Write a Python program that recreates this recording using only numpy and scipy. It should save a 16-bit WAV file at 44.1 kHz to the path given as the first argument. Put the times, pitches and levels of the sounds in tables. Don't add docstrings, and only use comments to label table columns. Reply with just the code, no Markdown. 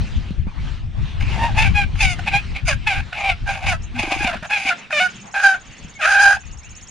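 import sys
import numpy as np
from scipy import signal
from scipy.fft import rfft, irfft, next_fast_len
from scipy.io import wavfile
from scipy.ndimage import uniform_filter1d, map_coordinates

SR = 44100
rng = np.random.default_rng(int(sys.argv[2]) if len(sys.argv) > 2 else 0)


def dump_mix(stems):
    frames = np.atleast_2d(stems).T
    limited = np.clip(frames, -1, 1)
    pcm = np.round(limited * 32767).astype(np.int16)
    wavfile.write(sys.argv[1], SR, pcm)


def ratio(d):
    e = np.asarray(d, float) / 20
    return 10 ** e


N = 304290
T = np.arange(N) / SR


def unit(x):
    return x / np.sqrt(np.mean(x ** 2) + 1e-20)


def along(points, hz):
    point_hz, value = np.transpose(points)
    return np.interp(np.log(hz + 1), np.log(point_hz + 1), value)


def curves(rows):
    s, *columns = np.transpose(rows)
    return [np.interp(T, s, column) for column in columns]


def wobble(rate):
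    knots = rng.standard_normal(int(N * rate / SR) + 4)
    return map_coordinates(knots, [T * rate])


def filtered(x, response):
    m = next_fast_len(N + SR // 2)
    spectrum = rfft(x, m) * response(np.fft.rfftfreq(m, 1 / SR))
    return irfft(spectrum, m)[..., :N]


def resonant(x, modes):
    def response(f):
        return sum(ratio(db) * (1j * f * width / (centre ** 2 - f * f + 1j * f * width)) ** 2
                   for centre, width, db in modes)
    return filtered(x, response)


def steady(x):
    power = np.abs(uniform_filter1d(x ** 2, size=SR // 20, axis=-1))
    return x / np.sqrt(power + 1e-12)


def rush(spectrum, alike, patchy_db):
    z = signal.stft(rng.standard_normal((2, N + 512)), nperseg=512)[2]
    patches = uniform_filter1d(rng.standard_normal(z.shape[1:]), size=6, axis=0)
    patches = uniform_filter1d(patches, size=10, axis=1)
    pair = signal.istft(z * ratio(patchy_db * unit(patches)), nperseg=512)[1][:, :N]
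    turn = np.arccos(np.clip(alike, -1, 1)) / 2
    coloured = filtered(pair, lambda hz: ratio(along(spectrum, hz)))
    mid, side = coloured * [[np.cos(turn)], [np.sin(turn)]]
    return unit(np.array([mid + side, mid - side]))


def whistle(out, s, hz, db):
    at = np.arange(max(round(s[0] * SR), 0), min(round(s[-1] * SR), N))
    phase = 2 * np.pi * np.cumsum(np.interp(at / SR, s, hz)) / SR
    tone = ratio(np.interp(at / SR, s, db)) * np.sin(phase)
    return out + np.bincount(at, tone, N)


def wind():
    # time_s, level_db
    gusts = [(0.0, -27.5), (0.06, -27), (1.92, -20), (2.09, -28), (2.98, -23.5), (3.09, -39), (3.82, -24),
             (4.13, -37.5), (4.23, -31.5), (4.8, -61), (6.51, -37.5), (6.9, -45.5)]
    # frequency_hz, density_db (per Hz)
    buffet = [(8.8, -29), (15, -3), (43, 1), (87, 0.5), (148, -8.5), (207, -16.5), (265, -23.5), (386, -32),
              (480, -73), (620, -70), (1060, -120)]
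    port_db = 2.06 * np.array([wobble(14), wobble(21)])
    shared_db = 3.46 * wobble(25)
    slow_db = 0.68 * np.array([wobble(3.13), wobble(2.77)])
    lumps = ratio(port_db + shared_db + slow_db)
    level = ratio(curves(gusts)[0] - 1.0 + np.array([[2.2], [-2.2]]))
    return level * unit(lumps * rush(buffet, alike=0.24, patchy_db=-2.0))


def background():
    # time_s, leaves_db, feet_db
    rustle = [(0, -50.5, -76), (.5, -55, -54), (1.15, -55.5, -53.5), (1.3, -45, -52), (2.3, -52, -55),
              (3, -58, -61.5), (4.4, -54.5, -56), (6.9, -59, -64)]
    # frequency_hz, density_db (per Hz)
    field = [(59, -45.5), (100, -7), (200, 2.5), (259, -6), (409, -12), (574, -14), (714, -12),
             (943, -13.5), (2700, -6.5), (5100, -19), (6470, -24), (9810, -38), (11500, -55.5),
             (15000, -103.5), (22000, -120)]
    # centre_hz, width_hz, level_db
    straw = [(850, 860, 0)]
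    leaves_db, feet_db = curves(rustle)
    scuffle = unit(resonant(rng.standard_normal((2, N)), straw))
    feet = ratio(feet_db + 5.8 * wobble(25)) * scuffle
    leaves = ratio(leaves_db + 9.5 + 3.06 * wobble(6.7)) * rush(field, alike=0.81, patchy_db=2.5)
    return leaves + feet


def flock():
    # start_s, length_s, start_hz, middle_hz, end_hz, level_db
    peeps = [(0.005, .025, 2450, 2500, 2450, -46), (.032, .045, 2700, 2500, 2250, -47),
             (.068, .016, 7300, 6200, 5900, -48), (.16, .016, 7300, 6200, 5900, -48),
             (.015, .025, 4800, 4800, 4700, -52), (.108, .022, 4800, 4800, 4700, -52),
             (.2, .018, 4900, 4400, 3700, -53), (.47, .04, 2100, 2450, 2200, -48),
             (.508, .018, 1300, 1000, 750, -45), (.543, .018, 1350, 1300, 1280, -51),
             (.568, .012, 800, 950, 1200, -44), (.578, .04, 2000, 2300, 2100, -47),
             (.618, .012, 5300, 4500, 3500, -52), (.75, .06, 1500, 1320, 1200, -51),
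             (.93, .08, 3100, 3450, 3600, -53), (1.04, .06, 3600, 3700, 3650, -50),
             (1.07, .04, 2400, 2300, 2200, -50), (1.0, .07, 1200, 1300, 1500, -51),
             (4.77, .03, 2400, 2550, 2650, -48), (4.82, .06, 3100, 2650, 2300, -46),
             (5.94, .055, 2250, 2200, 2100, -41), (6.4, .07, 2900, 2500, 2700, -52),
             (6.44, .12, 1200, 1250, 1150, -54), (6.608, .017, 2350, 2150, 2000, -51),
             (6.625, .06, 2100, 2700, 2850, -46), (6.745, .055, 2800, 2850, 2800, -49)]
    out, u = np.zeros(N), np.linspace(0, 1, 9)
    for s, length, start, middle, end, db in peeps:
        bow = np.polyfit([0, .5, 1], [start, middle, end], 2)
        soft_db = db - 14 * (2 * u - 1) ** 4
        out = whistle(out, s + length * u, np.polyval(bow, u), soft_db)
    return out


def frame():
    # start_s, peak_db, ring_hz
    knocks = [(0.307, -19, 180), (0.469, -22, 186), (2.185, -27, 157.4), (3.994, -24.5, 228),
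              (4.036, -23, 328), (4.076, -26, 310), (4.119, -24, 305.4), (4.162, -28, 315.6),
              (4.207, -26, 323.5), (4.246, -20.5, 233), (4.354, -27, 212.1), (4.425, -28, 177.6),
              (4.653, -30.5, 266), (5.848, -31, 161)]
    # time_s, pitch_hz, level_db
    groan = [
        (3.928, 237.6, -65),
        (3.944, 239.5, -31),
        (3.985, 248.4, -30),
        (4.0, 251.7, -53),
    ]
    out, t = np.zeros(N + SR), np.arange(SR // 4) / SR
    for s, db, hz in knocks:
        onset = 1 - np.exp(-t / 0.00068)
        ring = ratio(-60 * t / 0.044) * np.sin(2 * np.pi * hz * t) * onset
        dull = uniform_filter1d(rng.standard_normal(len(t)), size=10)
        click = ratio(-20.5 - 60 * t / 0.012) * dull
        out[round(s * SR):][:len(t)] += ratio(db + 3.5) * (ring + click)
    return whistle(out[:N], *np.transpose(groan))


def hen():
    # time_s, pitch_hz, beak_db, chest_db and windpipe_db (both over the beak)
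    squawks = [
        [(1.198, 818, -51, -11, -2), (1.206, 850, -33.5, -16, -3), (1.225, 850, -30, -8.5, -9),
         (1.248, 850, -59, -5, -8)],
        [(1.28, 887, -45, -3, -11), (1.33, 904, -35.5, -3, -19), (1.38, 892, -50, 16.5, 7),
         (1.44, 926, -26, 7.5, -3.5), (1.47, 947, -35, 9, 0), (1.5, 796, -46, 12.5, 0), (1.53, 769, -47, 2, 9)],
        [(1.545, 840, -47, 6, -4), (1.582, 858.6, -17, -3.5, -8), (1.625, 885, -19, -7.5, -8.5),
         (1.675, 780, -24, -9.5, -5.5), (1.695, 740, -33, -11, -15), (1.712, 742.5, -51, -11, -10)],
        [(1.74, 839, -53, -2, -2), (1.753, 839, -21.5, -11, -4), (1.79, 815, -16.5, -4, -9),
         (1.845, 777.5, -29.5, -14, -0.5), (1.862, 786, -72, -18, -11)],
        [(1.955, 839, -37, -2, 5), (1.97, 830, -50, -15, -11), (2.008, 850, -17.5, -13.5, -11.5),
         (2.046, 758, -16.5, -9, -13), (2.062, 760, -20.5, -13, -9.5), (2.135, 701, -30, -8, -9.5),
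         (2.165, 689.5, -59, -18, -14)],
        [(2.183, 751, -46, -7, 8), (2.194, 750, -37, 3, 6), (2.21, 757, -51, -1, -7)],
        [(2.26, 823.6, -39, -4, -10), (2.273, 844, -23, -3, -3), (2.288, 859, -20.5, -9, -16),
         (2.312, 799, -36, -11, -7), (2.342, 789, -16.5, -3, -6), (2.365, 815, -16, -7, -11),
         (2.39, 829, -25.5, -15, -7), (2.42, 824, -56, -9, -6)],
        [(2.542, 780, -48, -13, -9), (2.552, 766, -28, -13, -17), (2.575, 760, -28.5, -15, -16),
         (2.602, 760, -43, -18, -15)],
        [(2.652, 790, -42, -13, -10), (2.662, 778, -38, -26, -6), (2.684, 724.6, -17.5, -6.5, -7),
         (2.7, 597, -21, -3, -5), (2.735, 559, -28.5, -8, 5), (2.762, 540, -61, -7, -7)],
        [(2.86, 872, -45, -7, -2), (2.872, 859, -15.5, -9, -5.5), (2.89, 815, -20.5, -7, -8),
         (2.93, 767.6, -23, -5, -4.5), (3.008, 797, -33, -7, -1), (3.024, 768.4, -55, -8, -6)],
        [(3.122, 718, -58, -5, -2), (3.13, 722, -30.5, -2, 6), (3.148, 760, -32.5, -14, -5),
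         (3.16, 846, -29, -6, -11), (3.215, 804, -27.5, -3, -17), (3.3, 760, -17.5, -4.5, -11.5),
         (3.325, 698, -27, -5, -3), (3.355, 691, -57, -14, 5)],
        [(3.46, 795.6, -48, 4, 6), (3.473, 808, -33, -1, 7), (3.5, 795, -24.5, 1, -1.5),
         (3.54, 781, -33.5, -8, -4), (3.556, 790, -29.5, -3, -4), (3.6, 781, -42.5, 2, -6),
         (3.63, 782.5, -34.5, 0.5, -6), (3.695, 760, -18, -9.5, -11), (3.742, 667, -34.5, 7, 10.5),
         (3.772, 640, -54, -9, 0)],
        [(3.938, 770.6, -54, -9, -7), (3.95, 795, -39.5, -7, -4), (3.975, 837.4, -36, -2, -2),
         (3.992, 856, -22.5, -7, -15), (4.095, 767.7, -32.5, -2.5, -5), (4.122, 790, -21.5, -2, -11),
         (4.195, 779, -32.5, -6, -10), (4.208, 856.4, -26, -4.5, 0.5), (4.25, 826.5, -21.5, -5.5, -8.5),
         (4.292, 690, -24.5, 0, -2), (4.32, 700.4, -39, 1, 8.5), (4.345, 662.6, -32.5, 8.5, 0),
         (4.372, 688.5, -42, -5, 6), (4.39, 690, -60, -12, 1)],
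        [(4.425, 618, -39, 2, 3), (4.44, 630.6, -39, 1, 4.5), (4.46, 640, -36.5, 3.5, 5.5),
         (4.478, 637, -52, -6, -6)],
        [(4.49, 835, -51, 5, -5), (4.502, 843.6, -23.5, -5, 0), (4.54, 834.7, -18.5, -9.5, -6),
         (4.632, 780, -30.5, -10, -10), (4.695, 778, -16, -9.5, -11.5), (4.715, 691, -31.5, 1.5, 15),
         (4.74, 694.5, -39, 3.5, 10), (4.765, 700, -69, -9, -2)],
        [(4.899, 800, -57, 3, -13), (4.908, 798, -33, 2, 12), (4.922, 802, -27, -16, -8),
         (4.93, 608, -22.5, -3.5, -6), (4.993, 575.6, -17, -8.5, -4), (5.003, 734, -17.5, -6, -4),
         (5.02, 729.5, -16.5, -4, -1.5), (5.065, 735, -35, 3.5, 17.5), (5.095, 760, -42, -15, -4)],
        [(5.335, 774, -65, 5, 4), (5.343, 800, -26.5, 0.5, 5), (5.423, 797.6, -32, -3, 10.5),
         (5.45, 796.7, -19.5, 2, 11.5), (5.55, 756.6, -36, 3, 15), (5.59, 750, -51, 2, -7)],
        [(5.99, 791, -44, -8, -10), (6.0, 798, -40.5, 6, 12.5), (6.018, 641, -23.5, -11, -1.5),
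         (6.058, 626, -17.5, -6, 6), (6.07, 792, -26.5, -1.5, 10), (6.27, 800, -20.5, 2.5, 11),
         (6.33, 786, -30.5, 4.5, 16), (6.355, 766.6, -34.5, -6, 11.5), (6.372, 850, -39.5, 8.5, 4),
         (6.398, 850, -60, -8, -5)],
    ]
    rasp_db = [-18.5, -12, -17.5, -23.5, -11.5, -11, -20, -26, -6.5, -21.5, -31, -14, -15.5, -12, -16.5,
               -15, -16, -13.5]
    # start_s, roughness (0-1)
    roughness = [(0, .75), (1.39, .4), (1.5, .7), (1.575, .4), (1.62, .55), (1.755, .1), (1.815, .4),
                 (1.9, .7), (2.0, .5), (2.065, .25), (2.17, .8), (2.27, .6), (2.34, .2), (2.385, .5),
                 (2.5, .75), (2.69, .4), (2.73, .7), (2.865, .4), (2.93, .6), (3.1, .7), (3.24, .45),
                 (3.4, .7), (3.49, .5), (3.52, .75), (3.69, .45), (3.9, .75), (4.205, .45), (4.23, .65),
                 (4.28, .4), (4.305, .7), (4.51, .35), (4.57, .65), (4.7, .4), (4.74, .7), (4.928, .1),
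                 (5.0, .2), (5.07, .6), (5.365, .5), (5.4, .65), (5.44, .3), (5.53, .55), (6.015, .55),
                 (6.07, .6), (6.13, .45), (6.34, .55)]
    # centre_hz, width_hz, level_db
    chest = [(760, 644, 0)]
    windpipe = [(1546, 400, 0)]
    beak = [(2395, 796, 10.5), (3263.5, 490, -7), (4225, 300, -20)]
    rasp_modes = [(4890, 540, 6.5), (6390, 1170, 4.5), (8610, 2300, -4)]

    pitch, beak_db, chest_db, pipe_db = curves(np.concatenate(squawks))
    s, rough_steps = np.transpose(roughness)
    rough = uniform_filter1d(rough_steps[np.searchsorted(s, T, "right") - 1], size=300)
    jitter = (.007 + .1 * rough ** 2) * wobble(220)
    phase = 2 * np.pi * np.cumsum(pitch * (1 + jitter)) / SR
    pulses = unit(sum(np.cos(k * phase) for k in range(1, 16)))
    uneven = 1 + .5 * rough * wobble(25) * np.cos(phase / 2)
    flutter = ratio(3.42 * rough * wobble(130))
    breath = (1 + 1.2 * np.cos(phase)) * rng.standard_normal((3, N))

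    breath_share = np.clip(.03 + 1.2 * rough ** 1.5, 0, 1)
    breath_gain = np.sqrt(breath_share)
    tone = np.sqrt(1 - breath_share) * pulses * uneven
    source = flutter * (tone + breath_gain * breath[0])
    purer = source + flutter * .7 * tone
    voice = steady(resonant(source, beak))
    voice += ratio(chest_db) * steady(resonant(purer, chest))
    voice += ratio(pipe_db) * steady(resonant(purer, windpipe))

    scattered = breath_gain * (.5 * breath[0] + breath[1:])
    hiss = resonant(flutter * (0.27 * tone + scattered), rasp_modes)
    call = np.zeros((2, N))
    for rows, db in zip(squawks, rasp_db):
        during = (T > rows[0][0]) * (T < rows[-1][0])
        call += during * np.array([[1], [ratio(db)]])
    opening, rasp = uniform_filter1d(call, size=100)
    loudest_db = uniform_filter1d(beak_db + .5 * np.maximum(pipe_db, 0), size=900)
    hiss_level = ratio(loudest_db + 2.7 * wobble(30)) * rasp
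    return voice * ratio(beak_db) * opening + steady(hiss) * hiss_level


def songbird():
    # note_number, onset_s, peak_db
    trill = [(0, 3.2, -36.5), (6, 5.1013, -40.5), (10.02, 5.327, -37), (14.04, 5.555, -42),
             (21.06, 5.956, -40), (29.1, 6.412, -40), (37, 6.8848, -35)]
    # time_s (from onset), pitch_hz, level_db
    note_shape = [(-.014, 5220, -7), (-.011, 5880, -4), (-.008, 7950, -13), (-.005, 8670, -20),
                  (0, 6900, -2.5), (.005, 6310, -1), (0.01, 6510, 3.5)]
    out = np.zeros(N)
    s, hz, db = np.transpose(note_shape)
    number, onset, peak_db = np.transpose(trill)
    for k, vary in enumerate(rng.standard_normal((int(number[-1]) + 1, 2))):
        start = np.interp(k, number, onset)
        note_db = np.interp(k, number, peak_db) + db + vary[1]
        out = whistle(out, start + s, hz * (1 + 0.0044 * vary[0]), note_db)
    return out


def pen(x):
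    # frequency_hz, t60_s
    decay = [(500, 0.1), (2000, 0.14), (6000, 0.085), (12000, 0.13)]
    hz, t, z = signal.stft(rng.standard_normal((2, SR // 2)), SR, nperseg=256)
    fade = ratio(-60 * t / along(decay, hz)[:, None])
    tail = signal.istft(z * fade, SR, nperseg=256)[1]
    return signal.fftconvolve(x[None], tail / np.linalg.norm(tail[0]), axes=1)[:, :N]


def scene():
    bird = filtered(hen(), lambda hz: 1 / (1 + (520 / (hz + 1)) ** 12))
    far = flock() + songbird()
    near = bird + frame() + ratio(-8) * pen(bird[0])
    distant = far * ratio([[-4.5], [-1.5]]) + ratio(0) * pen(far)
    return near + distant + background() + wind()


def roll_off(x):
    return signal.sosfilt(signal.butter(12, 15680, fs=SR, output="sos"), x)


def record(dry):
    # frequency_hz, gain_db
    mic = [(20, 4.5), (10300, -0.5), (11200, -11), (15000, -5)]
    heard = filtered(dry, lambda hz: ratio(along(mic, hz)))
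    mix = heard / (1 + np.abs(heard / 0.86) ** 4) ** 0.23
    return roll_off(mix)


dry = scene()
out = record(dry)
dump_mix(out)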